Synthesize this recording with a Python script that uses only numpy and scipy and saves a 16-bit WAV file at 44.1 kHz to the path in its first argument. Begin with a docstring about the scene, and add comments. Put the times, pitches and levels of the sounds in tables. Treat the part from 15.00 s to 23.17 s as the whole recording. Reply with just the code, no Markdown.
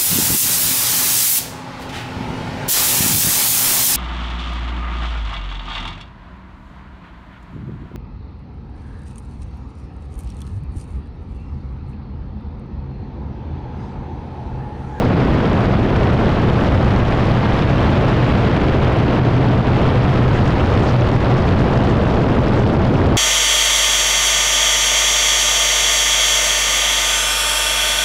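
"""A three-bladed propeller plane flies a loop, heard at a microphone on its engine cowling.
From the start the slipstream buffets the microphone: big eddies rumble, the cowling booms.
The high rush swells in the pull-up (2.5 s); the blade drone peaks in the steep climb (4.4 s).
Over the top (from 5.4 s) the flow roughens and small eddies tear past in short spits.
Rush and drone ebb as the plane slows. A limiter holds the peaks down throughout."""
import sys
import numpy as np
from scipy import signal
from scipy.fft import rfft, irfft, next_fast_len
from scipy.io import wavfile
from scipy.ndimage import uniform_filter1d, minimum_filter1d

SR = 44100
rng = np.random.default_rng(int(sys.argv[2]) if len(sys.argv) > 2 else 0)


def waveform_to_disk(signal):
    """Save audio, clipped to [-1, 1], as 16-bit WAV at the path in sys.argv[1]."""
    frames = np.transpose(np.atleast_2d(signal))
    scaled = np.clip(frames, -1, 1) * 32767
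    samples = np.round(scaled).astype(np.int16)
    wavfile.write(sys.argv[1], SR, samples)


N = 360297
TIME_S = np.arange(N) / SR


def gain_of(db):
    return np.exp(np.asarray(db) * (np.log(10) / 20))


def unit_rms(x):
    return x / np.sqrt(np.mean(x ** 2) + 1e-20)


def at_hz(rows, hz):
    """Interpolates (Hz, value) rows on a log-frequency axis."""
    row_hz, values = np.transpose(rows)
    return np.interp(np.log(hz + 1), np.log(row_hz + 1), values)


def curve(rows):
    """Interpolates (seconds, value) rows at every sample."""
    return np.interp(TIME_S, *np.transpose(rows))


def bell(peak_s, length_s):
    """Gaussian envelope, length_s wide at 1/e."""
    return np.exp(-np.minimum((2 * (TIME_S - peak_s) / length_s) ** 2, 20))


def noise(shape):
    """Noise with amplitude spectrum shape(Hz)."""
    size = next_fast_len(N, True)
    hz = np.fft.rfftfreq(size, 1 / SR)
    return irfft(rfft(rng.standard_normal(size)) * shape(hz), size)[:N]


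def turbulence(slow_hz, fast_hz, slope, step=8):
    """Unit-rms flutter, mostly between the two rates."""
    size = next_fast_len(N // step + 2, True)
    hz = np.fft.rfftfreq(size, step / SR)
    shape = hz / (hz + slow_hz) * (hz + slow_hz) ** -slope / (1 + (hz / fast_hz) ** 2)
    coarse = unit_rms(irfft(rfft(rng.standard_normal(size)) * shape, size))
    return np.interp(np.arange(N) / step, np.arange(size), coarse)


# Each row: frequency in Hz, relative spectral density in dB.
WIND_SPECTRUM = [(8, -9), (25, -10), (58, -1), (125, 1.5), (155, -3), (215, -4.5), (320, -7.5), (700, -13),
                 (1400, -21), (2200, -27.5), (3200, -31.5), (5000, -42.5), (9500, -65.5), (13500, -75.5)]
# Each row: frequency in Hz, burst level spread in dB per unit of roughness.
BURST_SPREAD = [(100, .1), (500, .4), (1000, 1.6), (2000, 3.3), (4000, 4.7), (7000, 5.7), (11000, 5.2)]
# Each row: time in seconds, flow roughness as a factor.
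ROUGHNESS = [(0, 0.67), (1.6, 0.74), (4.4, 0.68), (5.6, 0.82), (8.17, 0.94)]
# Each row: time in seconds, swell of the high rush in dB.
HIGH_RUSH = [(0, -1.3), (0.6, -0.3), (2.0, 0.3), (2.55, 2.1), (3.5, 2.1), (4.05, 0.4), (5.5, 0.35),
             (6.9, -0.8), (8.17, -3)]
# Each row: time in seconds, swell of the low roar in dB.
LOW_ROAR = [(0, 1.2), (0.75, 0.9), (1.95, -1.3), (3.3, -0.3), (4.05, 1.0), (5.8, -1.5), (6.5, -0.4),
            (7.3, 1.0), (8.17, 1.3)]
# Each row: frequency in Hz, band gain in dB per dB of rush, per dB of roar, per unit of roughness.
BAND_RESPONSE = [(70, -0.5, -1.06, 0.5), (280, -0.14, 1.1, -0.5), (900, 0.16, -0.25, 3.5),
                 (1700, 0.8, 0.1, 0.5), (3200, 1, 0.05, -1), (7500, 0.55, -0.5, 14)]
def slipstream(level_db=-14.5, bands=17, shared=.27, rumble_hz=130, sizzle_hz=4800):
    """Each eddy size sounds in its own band; small ones burst together as a large one breaks up."""
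    rush_db, roar_db, buffet_db = curve(HIGH_RUSH), curve(LOW_ROAR), buffet_boost_db()
    roughness = curve(ROUGHNESS)
    excess_roughness = roughness - .75  # relative to the usual flow
    sputter_db = (1 + 4.5 * excess_roughness) * turbulence(slow_hz=3, fast_hz=12, slope=.2)
    centres_hz = np.geomspace(60, 11000, bands)
    response_hz, *responses = np.transpose(BAND_RESPONSE)
    breakup = turbulence(slow_hz=16, fast_hz=800, slope=.14)
    local = [turbulence(slow_hz=8.9, fast_hz=615, slope=.2) for _ in range(bands + 1)]
    air = np.zeros(N)
    for k, hz in enumerate(centres_hz):
        band_window = np.c_[centres_hz, np.eye(bands)[k]]
        band = noise(lambda f: gain_of(at_hz(WIND_SPECTRUM, f)) * np.sqrt(at_hz(band_window, f)))
        # neighbouring sizes hand energy down, so they flutter partly alike
        flutter = np.sqrt(shared) * breakup + np.sqrt((1 - shared) / 2) * (local[k] + local[k + 1])
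        bursts = gain_of(at_hz(BURST_SPREAD, hz) * roughness * np.minimum(flutter, 3.2))
        bursts /= np.sqrt(uniform_filter1d(bursts ** 2, SR // 2))  # bunches energy, adds none
        per_rush, per_roar, per_roughness = (at_hz(np.c_[response_hz, r], hz) for r in responses)
        flow_db = per_rush * rush_db + per_roar * roar_db + per_roughness * excess_roughness
        rumble_db = buffet_db / (1 + (hz / rumble_hz) ** 4)
        sizzle_db = sputter_db / (1 + (sizzle_hz / hz) ** 4)
        air += band * bursts * gain_of(flow_db + rumble_db + sizzle_db)
    return gain_of(level_db) * unit_rms(air)


# Each row: peak time in seconds, rumble boost in dB, length in seconds.
BUFFETS = [(1.05, 1, .4), (3.76, 3, .3), (5.5, 1.5, .45), (6.5, 3, 0.18), (7.85, 0.5, 0.23)]
def buffet_boost_db():
    """Big eddies thump the microphone; each swells and fades."""
    return sum(db * bell(peak_s, length_s) for peak_s, db, length_s in BUFFETS)


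# Each row: time in seconds, blade-passing rate in Hz.
BLADE_RATE = [(0, 123.0), (1.5, 124), (2.4, 124.4), (3.0, 125), (3.7, 124.2), (4.4, 122.7), (5.3, 123.7),
              (6.2, 123.3), (7.2, 124.3), (8.17, 124.5)]
# Each row: multiple of the shaft rate, relative level in dB.
SHAFT_ORDERS = [(3, 0.5), (1, -20), (2, -20), (4.5, -20), (5, -20), (6, -19.5), (7, -16), (9, -24),
                (12, -27)]
# Each row: time in seconds, drone gain in dB before buffets.
DRONE_GAIN = [(0, -28), (1.35, -29), (1.8, -22), (2.9, -23), (3.5, -19.5), (4.35, -17.3), (4.8, -20.5),
              (5.5, -23), (6.0, -21), (7.2, -20.5), (7.55, -24.5), (8.17, -29)]
def propeller(blades=3, jitter_turns=.012, scatter=.5, swamp_db_per_db=1.7):
    """Blade and engine tones lock to the shaft; rough air scatters them into a growl, buffets swamp them."""
    shaft_hz = curve(BLADE_RATE) / blades
    turns = np.cumsum(shaft_hz) / SR + jitter_turns * turbulence(slow_hz=3.4, fast_hz=16, slope=.3)
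    tones = np.zeros(N)
    for order, db in SHAFT_ORDERS:
        in_phase = scatter / np.sqrt(2) * turbulence(slow_hz=3, fast_hz=14, slope=.25)
        quadrature = scatter / np.sqrt(2) * turbulence(slow_hz=3, fast_hz=14, slope=.25)
        phase = 2 * np.pi * (order * turns + rng.random())
        tone = (1 + in_phase) * np.cos(phase) + quadrature * np.sin(phase)
        tones += gain_of(db) * unit_rms(tone)
    return gain_of(curve(DRONE_GAIN) - swamp_db_per_db * buffet_boost_db()) * tones


# Each row: time in seconds, level in dB.
BOOM_LEVEL = [(0, -27), (1.6, -22.5), (2.3, -31), (3.3, -29.5), (4.2, -37), (5.7, -42), (6.6, -27.5),
              (7.3, -38), (8.17, -27.5)]
def cowling_boom(centre_hz=205, width_hz=48):
    """Airflow stirs a broad, hollow resonance of the cowling."""
    ring = noise(lambda f: 1 / (1 + ((f - centre_hz) / (width_hz / 2)) ** 2))
    return gain_of(curve(BOOM_LEVEL)) * unit_rms(ring)


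# Each row: peak time in seconds, level in dB, centre in Hz, length in seconds, width in octaves.
SPITS = [(5.36, -54, 6500, .08, .25), (5.564, -39, 4400, .006, .3), (5.604, -31, 2950, .018, .13),
         (5.85, -53, 6500, .08, .25), (5.89, -41, 4600, .04, .3), (6.9, -53, 6500, .04, .25),
         (7.6, -54, 6500, .06, .25), (7.958, -34, 2500, 0.014, .2), (8.016, -29, 1690, 0.0064, .33)]
def eddy_spits():
    """Single tight eddies cross the microphone, each a puff of narrow noise."""
    puffs = np.zeros(N)
    for peak_s, db, hz, length_s, width_oct in SPITS:
        band = noise(lambda f: np.exp(-(np.log2((f + 1) / hz) / width_oct) ** 2 / 2))
        puffs += gain_of(db) * unit_rms(band) * bell(peak_s, length_s)
    return puffs


# Each row: frequency in Hz, relative spectral density in dB.
HISS_SPECTRUM = [(3000, -11), (8000, -7.5), (11400, 5), (12200, -0.5), (13200, -12.5)]
def air_hiss(base_db=-69.5, db_per_rush_db=.5):
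    """Air hisses faintly at the microphone, following the rush."""
    hiss = noise(lambda f: gain_of(at_hz(HISS_SPECTRUM, f)))
    return gain_of(base_db + db_per_rush_db * curve(HIGH_RUSH)) * unit_rms(hiss)


def scene():
    """Wind and propeller over a faint hiss, in mono."""
    return (air_hiss() + slipstream() + eddy_spits() + cowling_boom() + propeller())[None]


def limiter(x, drive_db=1.5, threshold_db=-6, ratio=7, release_db_per_s=100, window_samples=90):
    """Gain drops just ahead of each peak, then creeps back."""
    driven = x * gain_of(drive_db)
    level_db = 20 * np.log10(abs(driven) + 1e-9)
    cut_db = np.maximum(level_db - threshold_db, 0) * (1 - 1 / ratio)
    release_db = TIME_S * release_db_per_s
    held_db = np.maximum.accumulate(cut_db + release_db, axis=-1) - release_db
    lookahead_db = minimum_filter1d(-held_db, window_samples)
    return driven * gain_of(uniform_filter1d(lookahead_db, window_samples))


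def record(dry):
    """Limiter, then a 13.3 kHz low-pass."""
    low_pass = signal.firwin(511, 13300, window=("kaiser", 9), fs=SR)
    return signal.oaconvolve(limiter(dry), low_pass[None], "same")


dry = scene()
out = record(dry)
waveform_to_disk(out)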